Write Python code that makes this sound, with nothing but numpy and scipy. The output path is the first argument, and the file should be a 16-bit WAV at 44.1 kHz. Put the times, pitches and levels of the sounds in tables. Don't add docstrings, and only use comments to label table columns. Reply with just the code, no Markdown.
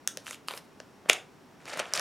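import sys
import numpy as np
from scipy import signal
from scipy.fft import rfft, irfft, next_fast_len
from scipy.io import wavfile

SR = 44100
rng = np.random.default_rng(int(sys.argv[2]) if len(sys.argv) > 2 else 0)


def master_out(mix):
    frames = np.transpose(np.atleast_2d(mix))
    ceiling = np.clip(frames, -1, 1)
    pcm = np.round(ceiling * 32767).astype(np.int16)
    wavfile.write(sys.argv[1], SR, pcm)


N = 88508
T = np.arange(N) / SR
BRIEF = np.arange(SR // 40) / SR


def amp(db):
    return 10 ** (np.asarray(db) / 20)


def unit(x):
    return x / np.sqrt(np.mean(x ** 2) + 1e-20)


def along(points, hz):
    point_hz, value = np.transpose(points)
    return np.interp(np.log(hz + 1), np.log(point_hz + 1), value)


def coloured(x, points):
    n = x.shape[-1]
    m = 2 * next_fast_len(n)
    gain = amp(along(points, np.fft.rfftfreq(m, 1 / SR)))
    cepstrum = irfft(np.log(gain), m)
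    cepstrum[1:m // 2] *= 2
    cepstrum[m // 2 + 1:] = 0
    return irfft(rfft(x, m) * np.exp(rfft(cepstrum)), m)[..., :n]


def add(track, start_s, sound):
    i = round(start_s * SR)
    part = track[..., i:i + sound.shape[-1]]
    part += sound[..., :part.shape[-1]]


# pitch_hz, level_db
AIR_SPECTRUM = [(15, -72.5), (25, -31), (134, -8), (166, -7), (301, -4.5), (335, -12.5), (363, -6.5),
                (575, -15), (624, -13.5), (911, -13.5), (3430, -27.5), (5730, -30.5), (16000, -42.5)]
# pitch_hz, side_db
AIR_WIDTH = [(40, -13), (120, -9.5), (400, -8), (1500, -9.5), (8000, -11)]
AIR_DB = -56
WHINE_HZ, WHINE_DB = 5600, -76.5


def air():
    noise = coloured(rng.standard_normal((2, N)), AIR_SPECTRUM)
    mid, side = amp(AIR_DB) * unit(noise)
    side = coloured(side, AIR_WIDTH)
    whine = amp(WHINE_DB) * np.sin(2 * np.pi * WHINE_HZ * T)
    return np.array([mid + side, mid - side]) + whine


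# pitch_hz, fall_s
ROOM_FALL = [(200, 0.49), (600, 0.28), (1500, 0.29), (3000, 0.23), (6000, 0.23), (14000, 0.22)]
# pitch_hz, level_db
ROOM_TONE = [(100, -14.5), (300, -5), (650, 3.5), (1200, -1), (1900, -1), (2500, -2.5), (3600, 2),
             (6000, -4), (10000, -4.5), (16000, -4)]
ROOM_DB, ROOM_SIDE_DB, WALL_DELAY_S = -8.5, -19, 0.0073
EARLY_DB, EARLY_S = 2.5, 0.0059
HAND_DB, HAND_S, HAND_DELAY_S = -10, 0.0019, 0.0005
HAND_SIDE_DB = -16
LOW_CUT_HZ = 265


def in_room(x):
    hz, t, bands = signal.stft(rng.standard_normal((2, SR // 3)), SR, nperseg=256)
    fading = bands * amp(-60 * t / along(ROOM_FALL, hz)[:, None])
    tail = signal.istft(fading, SR, nperseg=256)[1]
    tail_s = np.arange(tail.shape[1]) / SR
    tail = tail * amp(EARLY_DB * np.exp(-tail_s / EARLY_S))
    tail = amp(ROOM_DB) * coloured(tail / np.linalg.norm(tail[0]), ROOM_TONE)
    mid, side = np.pad(tail, ((0, 0), (round(WALL_DELAY_S * SR), 0)))
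    mid[0] = 1
    side = side * amp(ROOM_SIDE_DB)
    scatter = rng.standard_normal((2, len(BRIEF))) * np.exp(-BRIEF / HAND_S)
    scatter = amp(HAND_DB) * scatter / np.linalg.norm(scatter, axis=1, keepdims=True)
    add(mid, HAND_DELAY_S, scatter[0])
    add(side, HAND_DELAY_S, coloured(scatter[1], [(1000, -54), (3500, HAND_SIDE_DB)]))
    left_right = np.array([mid + side, mid - side])
    heard = signal.fftconvolve(x[None], left_right, axes=1)
    low_cut = signal.butter(2, LOW_CUT_HZ, 'high', fs=SR, output='sos')
    return signal.sosfilt(low_cut, heard)


def ring(hz, db, cycles):
    u = BRIEF * hz / cycles
    swell = u * np.exp(1 - u)
    return amp(db) * swell * np.sin(2 * np.pi * hz * BRIEF)


# pitch_hz, level_db
CRACK_SPECTRUM = [(200, -22.5), (1000, -7.5), (2200, -6.5), (3200, 5), (6000, -0.5), (10000, 6),
                  (16000, -13.5)]
CRACK_S = 0.00074


def crack(db):
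    noise = rng.standard_normal(len(BRIEF)) * np.exp(-BRIEF / CRACK_S)
    z = rfft(noise, 2 * len(BRIEF))
    even = irfft(z / np.abs(z))[:len(BRIEF)]
    burst = coloured(even, CRACK_SPECTRUM)
    return amp(db) * burst / np.linalg.norm(burst) * np.sqrt(CRACK_S * SR / 2)


# start_s, thump_db, pocket_hz, pocket_db, film_hz, film_db, skin_hz, skin_db, crack_db
SKIN_SNAPS = [(0.0754, -42.5, 1600, -23.5, 3200, -36, 6370, -6, -16),
              (0.1727, -35.5, 2000, -30.5, 2580, -37, 5970, -20.5, -29),
              (0.2675, -74, 1770, -31.5, 2600, -29.5, 5750, -43, -52),
              (0.28, -56, 1700, -31.5, 2630, -35, 5000, -53, -52),
              (0.3097, -42, 1400, -30.5, 2120, -28.5, 6360, -23.5, -35),
              (0.3303, -70, 1580, -36.5, 2940, -32, 6000, -44, -44),
              (0.3450, -56, 1620, -51, 2700, -35, 6500, -41, -55),
              (0.4846, -53, 1225, -22, 2980, -22.5, 4350, -18, -28),
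              (0.5094, -41, 990, -28.5, 1940, -34, 3300, -26, -49),
              (0.5376, -37.5, 1310, -31.5, 2370, -30.5, 3550, -30, -41),
              (0.5758, -47, 1820, -34, 2980, -32.5, 5100, -27.5, -37),
              (0.8017, -39.5, 1660, -33, 2700, -36, 5100, -31.5, -53),
              (1.0593, -43.5, 1380, -39.5, 2340, -60, 4000, -65, -66),
              (1.0967, -19.5, 1510, -37, 2750, -3.5, 6200, -9.5, -17),
              (1.1319, -64, 1410, -24.5, 2600, -22.5, 6560, -12.5, -23),
              (1.6560, -47.5, 1500, -38, 2480, -40.5, 5000, -34, -45),
              (1.6850, -58, 1310, -39, 2600, -35, 5000, -37, -44),
              (1.7, -39.5, 1690, -34, 2800, -40, 4300, -29, -56),
              (1.7327, -37, 1320, -41, 2450, -32, 4500, -28, -41),
              (1.7360, -37, 1090, -35, 2180, -27.5, 4540, -30, -47),
              (1.7739, -36, 1400, -26, 3230, -44, 6900, -29, -31.5),
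              (1.793, -35, 1350, -22, 2900, -29, 6000, -26, -35.5),
              (1.7986, -26.5, 1170, -26, 2800, -18, 6700, -27, -41),
              (1.8561, -62, 1380, -36, 2830, -31, 4940, -42, -56),
              (1.9368, -40, 1220, -28.5, 2520, -34, 5440, -8, -21),
              (1.9520, -60, 1500, -26, 2640, -27, 5440, -19, -46),
              (1.9757, -58, 1270, -35, 2410, -22, 4870, -17, -28),
              (1.9955, -43, 1650, -23, 3160, -30, 5840, -15.5, -23.5),
              (2.0003, -39, 1480, -30, 2740, -23.5, 4960, -16.5, -27)]
THUMP_HZ = 555
THUMP_CYCLES, POCKET_CYCLES, FILM_CYCLES, SKIN_CYCLES = 0.7, 0.56, 0.92, 0.72
LIFE_GROWS, MIDDLE_SNAP_DB = 0.3, -23.5


def snaps():
    out = np.zeros((2, N))
    for (start_s, thump_db, pocket_hz, pocket_db, film_hz, film_db,
         skin_hz, skin_db, crack_db) in SKIN_SNAPS:
        strength_db = max(pocket_db, film_db, skin_db) - MIDDLE_SNAP_DB
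        life = amp(LIFE_GROWS * min(strength_db, 2))
        thump = ring(THUMP_HZ, thump_db, THUMP_CYCLES * life)
        pocket = ring(pocket_hz, pocket_db, POCKET_CYCLES * life)
        film = ring(film_hz, film_db, FILM_CYCLES * life)
        tick = ring(skin_hz, skin_db, SKIN_CYCLES * life)
        rings = (thump + pocket + film + tick) / life
        add(out, start_s, in_room(rings + crack(crack_db)))
    return out


def grains(rate, spread_db, hz, spectrum):
    count = int(rate * N / SR)
    when, size, pitch, phase = rng.random((count, 4)).T
    t = np.arange(SR // 300) / SR
    pop_hz = hz * 2 ** (3 * (pitch - 0.5))
    cycles = pop_hz[:, None] * t
    level = amp(spread_db * np.minimum(-np.log(1 - size), 3))
    wave = np.exp(-cycles / 0.49) * np.sin(2 * np.pi * (cycles + phase[:, None]))
    pops = level[:, None] * wave
    at = (when * N).astype(int)[:, None] + np.arange(len(t))
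    stream = np.bincount(at.ravel(), pops.ravel(), N)[:N]
    return unit(coloured(stream, spectrum))


# time_s, rub_db, crackle_db
FINGER_STROKES = [
    [(.235, -83, -67), (.268, -48, -49), (.305, -56, -48.5), (.35, -62, -51), (.368, -84, -71)],
    [(.472, -86, -59), (.505, -42, -48), (.54, -53.5, -56.5), (.58, -47.5, -48.5), (.605, -95, -79),
     (.66, -88, -71)],
    [(1.055, -56, -76), (1.083, -58.5, -76), (1.089, -35.5, -42), (1.097, -35, -33)],
    [(1.6, -59.5, -67), (1.65, -60.5, -64), (1.68, -42, -46.5), (1.715, -44, -50.5), (1.738, -39, -45),
     (1.765, -41.5, -54.5), (1.797, -33, -34), (1.82, -38.5, -58), (1.86, -49.5, -60), (1.912, -51, -57),
     (1.935, -35.5, -53), (1.955, -36.5, -33.5), (2.005, -32.5, -47)],
]
STROKE_SHINE = [0, 8, -3.5, -10]
# pitch_hz, level_db
RUB_SPECTRUM = [(80, 4.5), (200, -1.5), (400, -7.5), (620, -3.5), (900, -6.5), (1250, -8), (1800, -3.5),
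                (2900, -6.5), (3900, -15), (7000, -25.5), (16000, -60)]
# pitch_hz, level_db
CRACKLE_SPECTRUM = [(200, -28), (1000, -27), (2500, -5), (5500, -2.5), (8000, 0.5), (11000, -1.5),
                    (14000, -9), (16000, -26.5)]
RUB_PER_S, CRACKLE_PER_S = 2500, 1800
RUB_SPREAD_DB, CRACKLE_SPREAD_DB = 4, 4


def squelches():
    rub = grains(RUB_PER_S, RUB_SPREAD_DB, 2200, RUB_SPECTRUM)
    crackle = grains(CRACKLE_PER_S, CRACKLE_SPREAD_DB, 5500, CRACKLE_SPECTRUM)
    out = np.zeros(N)
    for stroke, shine_db in zip(FINGER_STROKES, STROKE_SHINE):
        bright = coloured(crackle, [(7000, 0), (14000, shine_db)])
        time_s, rub_db, crackle_db = np.transpose(stroke)
        for layer, db in ((rub, rub_db), (bright, crackle_db)):
            level_db = np.interp(T, time_s, db, left=-120, right=-120)
            out += layer * amp(level_db)
    return in_room(out)[:, :N]


# pitch_hz, level_db, swell_cycles
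POP_RINGS = [(464, -18.5, 0.44), (760, -16, 0.72), (1620, -16, 0.52), (2415, 0, 0.69), (3350, -7, 1.53),
             (4915, -6, 0.98), (6560, -11.5, 2.1)]
POP_S, POP_CRACK_DB = 1.0987, -13


def pop():
    out = np.zeros((2, N))
    rings = sum(ring(hz, db, cycles) for hz, db, cycles in POP_RINGS)
    add(out, POP_S, in_room(rings + crack(POP_CRACK_DB)))
    return out


def scene():
    return air() + snaps() + squelches() + pop()


TOP_HZ = 16300


def record(dry):
    m = next_fast_len(N + SR // 4)
    hz = np.fft.rfftfreq(m, 1 / SR)
    gain = 1 / np.sqrt(1 + (hz / TOP_HZ) ** 120)
    return irfft(rfft(dry, m) * gain, m)[:, :N]


dry = scene()
out = record(dry)
master_out(out)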